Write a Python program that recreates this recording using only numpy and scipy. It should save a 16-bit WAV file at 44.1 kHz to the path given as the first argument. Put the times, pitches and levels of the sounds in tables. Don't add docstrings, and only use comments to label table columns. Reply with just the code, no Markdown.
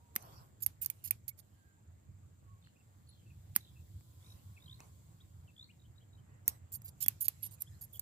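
import sys
import numpy as np
from scipy import signal
from scipy.fft import rfft, irfft, next_fast_len
from scipy.io import wavfile
from scipy.ndimage import uniform_filter1d, map_coordinates

SR = 44100
rng = np.random.default_rng(int(sys.argv[2]) if len(sys.argv) > 2 else 0)


def master_out(mix):
    frames = np.transpose(np.atleast_2d(mix))
    ceiling = np.clip(frames, -1, 1)
    pcm = np.round(ceiling * 32767).astype(np.int16)
    wavfile.write(sys.argv[1], SR, pcm)


N = 353461
PADDED = N + 2 * SR
RIGHT_LAG = 17

# time in seconds, treble balance (left minus right) in dB.
SHEARS_PAN = [(.16, -3), (.6, -11.5), (1.4, -23), (2.67, -10.5), (3.56, -3), (4.8, 2.5), (6.48, -6),
              (6.85, -8), (7.05, -15), (7.6, -9.5), (8, -5)]
# frequency in Hz, level in dB.
LEAF_SPECTRUM = [(2500, -11), (4500, -10), (9000, -11), (12000, -7.5), (13600, -6.5), (15500, -23.5),
                 (16500, -28)]


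def amp(db):
    return 10 ** (np.asarray(db) / 20)


def unit(x):
    return x / np.sqrt(np.mean(x ** 2) + 1e-30)


def crest(x):
    return x / np.sqrt(np.max(uniform_filter1d(x ** 2, size=SR // 250)))


def eq(points):
    hz, db = np.transpose(points)
    return lambda f: amp(np.interp(np.log(f + 1), np.log(hz + 1), db))


def fader(points):
    return np.interp(np.arange(N) / SR, *np.transpose(points))


def wobble(rate, count=N):
    knots = rng.standard_normal(int(count * rate / SR) + 4)
    return map_coordinates(knots, [np.arange(count) * rate / SR])


def sine(hz):
    return np.sin(2 * np.pi * np.cumsum(hz) / SR)


def filtered(x, response):
    size = next_fast_len(x.shape[-1] + 4096)
    return irfft(rfft(x, size) * response(np.fft.rfftfreq(size, 1 / SR)), size)[..., :x.shape[-1]]


def ringing(modes, scatter_db=2):
    hz, width, db = np.transpose(modes)[:, :, None]
    polarity = (-1) ** np.arange(len(modes))[:, None]
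    gain = polarity * amp(db + scatter_db * rng.standard_normal(db.shape))
    return lambda f: np.sum(gain * 1j * f * width / (hz * hz - f * f + 1j * f * width), axis=0)


def add(out, x, s, pan_db, lag, blur):
    taps = np.r_[1, blur * rng.standard_normal(40) * amp(-np.arange(40) * .6)]
    left = np.convolve(x, taps / np.linalg.norm(taps))[:len(x)]
    start = round(s * SR) + SR
    out[0, start + round(lag):][:len(x)] += left * amp(pan_db)
    out[1, start:][:len(x)] += x


def rush(spectrum, alike, patchy_db):
    shape = (3, 257, N // 256 + 3)
    grains = rng.standard_normal(shape) + 1j * rng.standard_normal(shape)
    patches = uniform_filter1d(rng.standard_normal(shape[1:]), size=6, axis=0)
    patches = unit(uniform_filter1d(patches, size=12, axis=1))
    both, left, right = signal.istft(grains * amp(patchy_db * patches), nperseg=512)[1][:, :N]
    shared = np.sqrt(alike) * np.array([np.roll(both, RIGHT_LAG), both])
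    diffuse = np.sqrt(1 - alike) * np.array([left, right])
    return unit(filtered(shared + diffuse, eq(spectrum)))


def open_air():
    # time in seconds, level in dB.
    rumble_levels = [(0.0, -60.5), (0.29, -58.5), (1.25, -61.5), (1.43, -66.5), (2.27, -60), (2.94, -66.5),
                     (3.34, -56.5), (6.91, -60), (8.01, -60.5)]
    # frequency in Hz, level in dB.
    rumble_spectrum = [(21, -51.5), (35, -25), (79, -1), (97, 2.5), (112, -1), (193, -17), (242, -31.5),
                       (330, -25.5), (430, -46), (730, -120)]
    breeze_spectrum = [(120, -19), (200, -4.5), (374, -15.5), (457, -15), (1270, -22.5), (1550, -23.5),
                       (2150, -27), (6000, -42.5), (13200, -120)]
    hiss_spectrum = [(1760, -46), (3300, -8), (4850, -9.5), (6160, -13.5), (7560, -6.5), (9210, -11.5),
                     (14900, -7.5), (15700, -13), (16200, -23)]
    lean_right_db = [[-.8], [.8]]
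    rumble_db = fader(rumble_levels) + .6 * wobble(4.7) + lean_right_db
    rumble = amp(rumble_db) * rush(rumble_spectrum, alike=.96, patchy_db=2.5)
    breeze_db = -74 + .8 * wobble(1.5) + lean_right_db
    breeze = amp(breeze_db) * rush(breeze_spectrum, alike=.23, patchy_db=2)
    hiss = amp(-82 + 2.3 * wobble(.678)) * rush(hiss_spectrum, alike=.051, patchy_db=.8)
    return rumble + breeze + hiss


def insects():
    # time in seconds, level in dB.
    levels = [(0, -82), (2.8, -84), (4.7, -82), (4.95, -77.5), (5.12, -80.5), (5.3, -83), (6.5, -83),
              (7.35, -78), (8.01, -77)]
    # frequency in Hz, level in dB.
    spectrum = [(5600, -42.5), (6300, -9.5), (6900, -8.5), (7500, -4.5), (8000, -12), (8700, -13),
                (9200, -43)]
    return amp(fader(levels) + 1.5 * wobble(70)) * rush(spectrum, alike=.39, patchy_db=.8)


def whistles():
    # start in seconds, length in seconds, pitch in Hz, level in dB.
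    tones = [(-.15, .4, 950, -77), (1.5, .38, 1600, -77), (2.42, .28, 1110, -79), (3.5, 2, 1028, -83),
             (4.1, 1.4, 1109, -83), (6.25, .2, 1900, -79)]
    out = np.zeros((2, PADDED))
    for s, length, hz, db in tones:
        n = int(length * SR)
        pitch = hz * (1 + .016 * wobble(80, n))
        swell = np.sin(np.pi * np.arange(n) / n) * amp(db + 3 * wobble(12, n))
        add(out, np.sqrt(2) * swell * sine(pitch), s, pan_db=-9, lag=13, blur=.05)
    return out[:, SR:-SR]


def leaves():
    # start in seconds, length in seconds, hiss level in dB, rustle level in dB.
    brushes = [(0.14, 0.39, -67, -64.5), (0.876, 0.32, -75, -90), (1.38, 0.37, -82.5, -89),
               (4.19, 0.33, -72.5, -81), (4.79, 0.13, -72, -70.5), (5.3, 0.25, -106, -78.5),
               (6.456, 0.14, -67, -68.5), (6.9, 1.46, -73, -99.5)]
    # frequency in Hz, level in dB.
    twig_spectrum = [(200, -3), (450, 2.5), (1100, 5.5), (1700, -8), (3000, -40.5), (5000, -51)]
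    t = np.arange(N) / SR
    hiss_gain = rustle_gain = 0
    for s, length, hiss_db, rustle_db in brushes:
        swell = np.sin(np.pi * np.clip((t - s) / length, 0, 1) ** .6) ** .9
        hiss_gain += amp(hiss_db) * swell
        rustle_gain += amp(rustle_db) * swell
    hiss = hiss_gain * amp([[-2.5], [1.5]]) * rush(LEAF_SPECTRUM, alike=.073, patchy_db=-5.5)
    return hiss + rustle_gain * rush(twig_spectrum, alike=.47, patchy_db=2)


def blades(pushes, edge_db, scatter_db, tilt_db, damping=1):
    # frequency in Hz, width in Hz, level in dB.
    steel_modes = [(4620, 140, -28.5), (5560, 110, -27.5), (6630, 79, -17), (7356, 400, -16.5),
                   (8925, 120, -10.5), (9750, 170, -9.5), (11330, 97, -1.5), (12160, 200, -7),
                   (12920, 200, -9), (14000, 120, -5.5), (14500, 180, -10), (15080, 180, -16.5)]
    # frequency in Hz, level in dB.
    edge_spectrum = [(1500, -46.5), (3200, -41.5), (5000, -32.5), (8000, -34), (12000, -11.5), (14600, -11),
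                     (16200, -25.5)]
    edge, sound = eq(edge_spectrum), 0
    for push in pushes:
        ring = ringing(steel_modes * np.array([1, damping, 1]), scatter_db)
        sound += filtered(
            push, lambda f: (ring(f) + amp(edge_db) * edge(f)) * amp(tilt_db * np.log2(f + 2000)))
    return crest(sound)


def snaps():
    # time in seconds, ring level in dB, knock level in dB, thud level in dB, knock pitch in Hz.
    hits = [(0.155, -40, -67, -65, 2210), (0.162, -24.5, -38, -42.5, 2090), (0.2248, -52.5, -80, -65, 2300),
            (0.663, -19, -44, -89, 2080), (0.861, -24, -77, -65, 2300), (.901, -27, -47, -78, 2320),
            (1.074, -44.5, -69, -69.5, 2300), (1.1091, -19, -37.5, -59, 2400),
            (2.672, -88, -61.5, -76, 1780), (3.562, -16.5, -36, -42, 1972), (4.009, -76, -73.5, -71, 2310),
            (4.8042, -68.5, -66, -56.5, 2030), (6.4796, -17.5, -54, -47.5, 2290),
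            (6.819, -51.5, -68, -71, 2280), (7.062, -33.5, -45, -50, 1880), (7.083, -14.5, -40, -55, 2600),
            (7.283, -18, -44, -88, 2450), (7.465, -43.5, -81, -62, 2300), (7.6209, -29, -74.5, -86.5, 2290),
            (7.995, -31.5, -79, -65.5, 2280)]
    # pitch and width as multiples of the knock pitch, level in dB.
    handle_modes = [(.7, .22, -16), (1, .13, 0), (1.55, .4, -15)]
    # frequency in Hz, width in Hz, level in dB.
    cane_modes = [(223.3, 77, -1.5), (756, 350, -0.5), (1200, 220, 0.5)]
    crack_colour = eq([(3000, -20), (5000, -13), (8000, -2), (11000, -20.5)])
    out, t = np.zeros((2, PADDED)), np.arange(SR // 8) / SR
    for s, ring_db, knock_db, thud_db, knock_hz in hits:
        pan_db = np.interp(s, *np.transpose(SHEARS_PAN))
        lag = -pan_db
        low_pan_db = .35 * pan_db
        cut = thud_db > ring_db - 30
        blow = amp(-60 * np.clip(t - .001, 0, None) / .01) * (1 - np.exp(-t / .0004))
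        shiver = amp(-24 - 60 * t / .05 + 3 * wobble(300, len(t)))
        push = (blow + shiver) * rng.standard_normal((2, len(t)))
        crack = crest(filtered(push[1], crack_colour))
        crack *= amp(ring_db - 21) + amp(thud_db + 4)
        canopy = unit(filtered(rng.standard_normal((2, len(t))), eq(LEAF_SPECTRUM)))
        echo = amp(ring_db - 39 - 60 * t / .2) * canopy
        ring = blades(push[:1], edge_db=11, scatter_db=2, tilt_db=-5 if cut else 0)
        add(out, amp(ring_db) * ring, s - .0006, pan_db, lag, blur=.5)
        add(out, crack, s - .0006, low_pan_db, lag, blur=.5)
        out[:, round(s * SR) + SR:][:, :len(t)] += echo
        cane_rattle = amp(-27 - 60 * t / .09) * rng.standard_normal(len(t))
        jolt = amp(-60 * t / .0082) + cane_rattle
        handle = ringing(handle_modes * np.array([knock_hz, knock_hz * (1.6 if cut else 1), 1]))
        knock = amp(knock_db) * crest(filtered(jolt, handle))
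        add(out, knock, s + .00033, low_pan_db, lag, blur=.12)
        thud = amp(thud_db) * crest(filtered(jolt, ringing(cane_modes)))
        add(out, thud, s + .00032, pan_db=-4, lag=lag, blur=.12)
    return out[:, SR:-SR]


def rubs():
    # start in seconds, length in seconds, ring level in dB, change over the stroke in dB,
    # treble tilt in dB per octave, rasp level in dB.
    strokes = [(0.603, 0.01, -56.5, -4, -10, -85), (0.62, 0.014, -32, 1.5, -0.5, -66),
               (0.8133, 0.025, -32.5, 1, 3, -57), (0.842, 0.008, -39.5, -3, -8, -56),
               (1.038, 0.027, -37, -1, 2, -55.5), (1.073, 0.012, -41.5, -2.5, 2, -56),
               (1.278, 0.018, -35, -3, -3.5, -55.5), (1.373, 0.026, -52, 12, -8.5, -68),
               (3.55, 0.0049, -48, 6, -7.5, -54.5), (6.484, .016, -40.5, -13, -1, -52),
               (6.718, 0.033, -39.5, 1, -2.5, -70), (6.744, 0.0174, -39, 8, -2.5, -69),
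               (6.848, 0.045, -50.5, 9, -9, -65.5), (7.003, 0.038, -28, 2, -2.5, -50),
               (7.204, 0.032, -30.5, -11.5, 2.5, -59.5), (7.24, 0.016, -33.5, 4.5, -2, -52.5),
               (7.262, .006, -50.5, 0, 0, -57), (7.424, 0.048, -35, -7, -3.5, -56.5),
               (7.509, 0.041, -53, 1.5, -3, -72), (7.602, 0.016, -42, 8, 2, -67),
               (7.81, 0.04, -44.5, -15, -5, -81), (7.925, 0.049, -48.5, 1, -1, -75)]
    # frequency in Hz, width in Hz, level in dB.
    rasp_modes = [(2300, 900, -4), (4600, 1700, 0.5), (6900, 1200, 2)]
    bite_s, release_s = .004, .03
    out, t = np.zeros((2, PADDED)), np.arange(SR // 8) / SR
    for s, length, ring_db, change_db, tilt_db, rasp_db in strokes:
        pan_db = np.interp(s, *np.transpose(SHEARS_PAN))
        progress = np.clip(t / length, 0, 1)
        release_db = -60 * np.clip(t - length, 0, None) / release_s
        judder_db = -wobble(45, len(t))
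        stroke = np.clip(t / bite_s, 0, 1) * amp(change_db * progress + release_db + judder_db)
        rough_db = 3.5 * wobble(600, len(t))
        ticks_db = 2.5 * np.repeat(rng.exponential(size=len(t) // 16 + 1), 16)[:len(t)]
        grit = amp(rough_db + ticks_db)
        push = stroke * grit * rng.standard_normal(len(t))
        spots = np.clip(1 - np.abs(2 * progress - np.arange(3)[:, None]), 0, 1) ** .5
        ring = blades(push * spots, edge_db=-1, scatter_db=6, tilt_db=tilt_db, damping=.58)
        add(out, amp(ring_db) * ring, s, pan_db, lag=-pan_db, blur=.5)
        friction = stroke * np.sqrt(grit) * rng.standard_normal(len(t))
        rasp = crest(filtered(friction, ringing(rasp_modes)))
        add(out, amp(rasp_db) * rasp, s, .35 * pan_db, lag=-pan_db, blur=.12)
    return out[:, SR:-SR]


def squeaks():
    # start in seconds, length in seconds, pitch in Hz, level in dB.
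    tones = [(1.282, 0.042, 2200, -67), (3.087, .02, 10320, -63), (6.843, 0.021, 15150, -45),
             (7.022, 0.055, 3340, -56.5)]
    out = np.zeros((2, PADDED))
    for s, length, hz, db in tones:
        t = np.arange(int(length * SR)) / SR
        pitch = hz + 45 * wobble(250, len(t))
        swell = np.sin(np.pi * t / length) ** .5 * amp(db + 5 * wobble(200, len(t)))
        add(out, swell * sine(pitch), s, pan_db=-5, lag=13, blur=.05)
    return out[:, SR:-SR]


def bird_voice(notes, hoarse=False):
    sweep_hz, jitter_hz, sharpness, lag = (800, 150, 2, RIGHT_LAG) if hoarse else (400, 90, 4, -15)
    out = np.zeros((2, PADDED))
    for s, length, start_hz, mid_hz, end_hz, db, trill in notes:
        t = np.arange(int(length * SR)) / SR
        progress, beat, fast = t / length, (t * trill) % 1, trill > 40
        glide = np.polyval(np.polyfit([0, .5, 1], [start_hz, mid_hz, end_hz], deg=2), progress)
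        pitch = glide - sweep_hz * (beat - .5) * fast + jitter_hz * wobble(300, len(t))
        swell = np.sin(np.pi * progress) ** .8
        if trill > 15:
            swell *= np.sin(np.pi * beat) ** (sharpness if fast else 1.5) * amp(4 * wobble(60, len(t)))
        if hoarse:
            swell *= .6 + wobble(450, len(t))
        add(out, amp(db) * unit(swell * sine(pitch)), s, pan_db=1.2, lag=lag, blur=.1)
    return out[:, SR:-SR]


def churrs():
    # start in seconds, length in seconds, first pitch in Hz, glide in Hz per second,
    # level in dB before the loss over distance.
    calls = [(2.614, .05, 3700, 17993, -74.5), (2.632, 0.062, 3340, -9500, -76),
             (3.045, 0.2, 4650, -10500, -74), (3.581, 0.11, 4010, -7500, -67.5)]
    pulses_per_s = 49
    notes = [(s, length, hz, hz + glide * length / 2, hz + glide * length, db, pulses_per_s)
             for s, length, hz, glide, db in calls]
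    return bird_voice(notes, hoarse=True)


def peeps():
    # start in seconds, level in dB.
    calls = [(2.747, -81.5), (3.251, -77.5), (3.744, -80)]
    length, hz = .081, 2640
    return bird_voice([(s, length, hz, hz, hz, db, 2 / length) for s, db in calls])


def near_bird():
    # start and
    # length in seconds, first, middle and last pitch in Hz, level in dB, trill pulses per second.
    trill_and_chip = [(0, 0.093, 3280, 3584, 4450, -0.5, 64), (0.128, .032, 1990, 2530, 3100, -10, 0)]
    high_low = [(0, 0.053, 3890, 3990, 3870, 1, 47.5), (0.049, 0.037, 2910, 3270, 3060, -2.2, 0)]
    single_notes = [(4.199, 0.15, 3180, 3910, 3570, -73, 52), (4.563, 0.028, 2650, 2425, 2230, -68, 0),
                    (4.597, 0.098, 3350, 3840, 3620, -71, 54), (5.201, 0.024, 3090, 3750, 4000, -71, 0),
                    (5.472, 0.038, 3170, 2700, 2540, -74, 0), (7.665, 0.026, 3170, 3320, 3500, -72, -2),
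                    (7.934, 0.042, 3620, 3160, 3800, -67, 2)]
    # start in seconds, pitch factor, gain in dB.
    trill_cues = [(4.66, 0.973, -61), (5.559, 1.015, -60.5)]
    high_low_cues = [(5.79, 0.96, -79.5), (5.953, 0.98, -78), (6.123, .97, -79.5)]
    notes = [(s + after, length, first * shift, mid * shift, last * shift, gain_db + db, trill)
             for cues, motif in ((trill_cues, trill_and_chip), (high_low_cues, high_low))
             for s, shift, gain_db in cues
             for after, length, first, mid, last, db, trill in motif]
    return bird_voice(notes + single_notes)


def birds():
    hoarse = churrs()
    clear = peeps() + near_bird()
    t, echo_s = np.arange(SR // 4) / SR, .2
    tail = rng.standard_normal((2, len(t))) * amp(-60 * t / echo_s) * (t > .012)
    send = amp(-11) * clear + amp(-6) * hoarse
    echo = signal.fftconvolve(send, tail / np.linalg.norm(tail[0]), axes=1)[:, :N]
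    return clear + amp(-5) * hoarse + echo


def cricket():
    # start in seconds, length in seconds, level in dB.
    chirps = [(2.731, .155, -83), (7.29, 0.17, -80)]
    wing_hz, width_hz, clicks_per_s = 7600, 450, 170
    wing = ringing([(wing_hz, width_hz, 0)], scatter_db=0)
    out = np.zeros((2, PADDED))
    for s, length, db in chirps:
        t = np.arange(int(length * SR)) / SR
        clicks = np.sin(np.pi * t * clicks_per_s) ** 16 * rng.standard_normal(len(t))
        chirp = unit(filtered(filtered(clicks, wing), wing))
        add(out, amp(db) * chirp, s, pan_db=-1, lag=0, blur=.3)
    return out[:, SR:-SR]


def scene():
    shears = snaps() + rubs() + squeaks()
    return shears + birds() + whistles() + cricket() + leaves() + open_air() + insects()


def record(dry):
    rolloff = eq([(15300, 2), (15900, -22.5)])
    return filtered(dry, lambda hz: rolloff(hz) * (hz < 16800))


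dry = scene()
out = record(dry)
master_out(out)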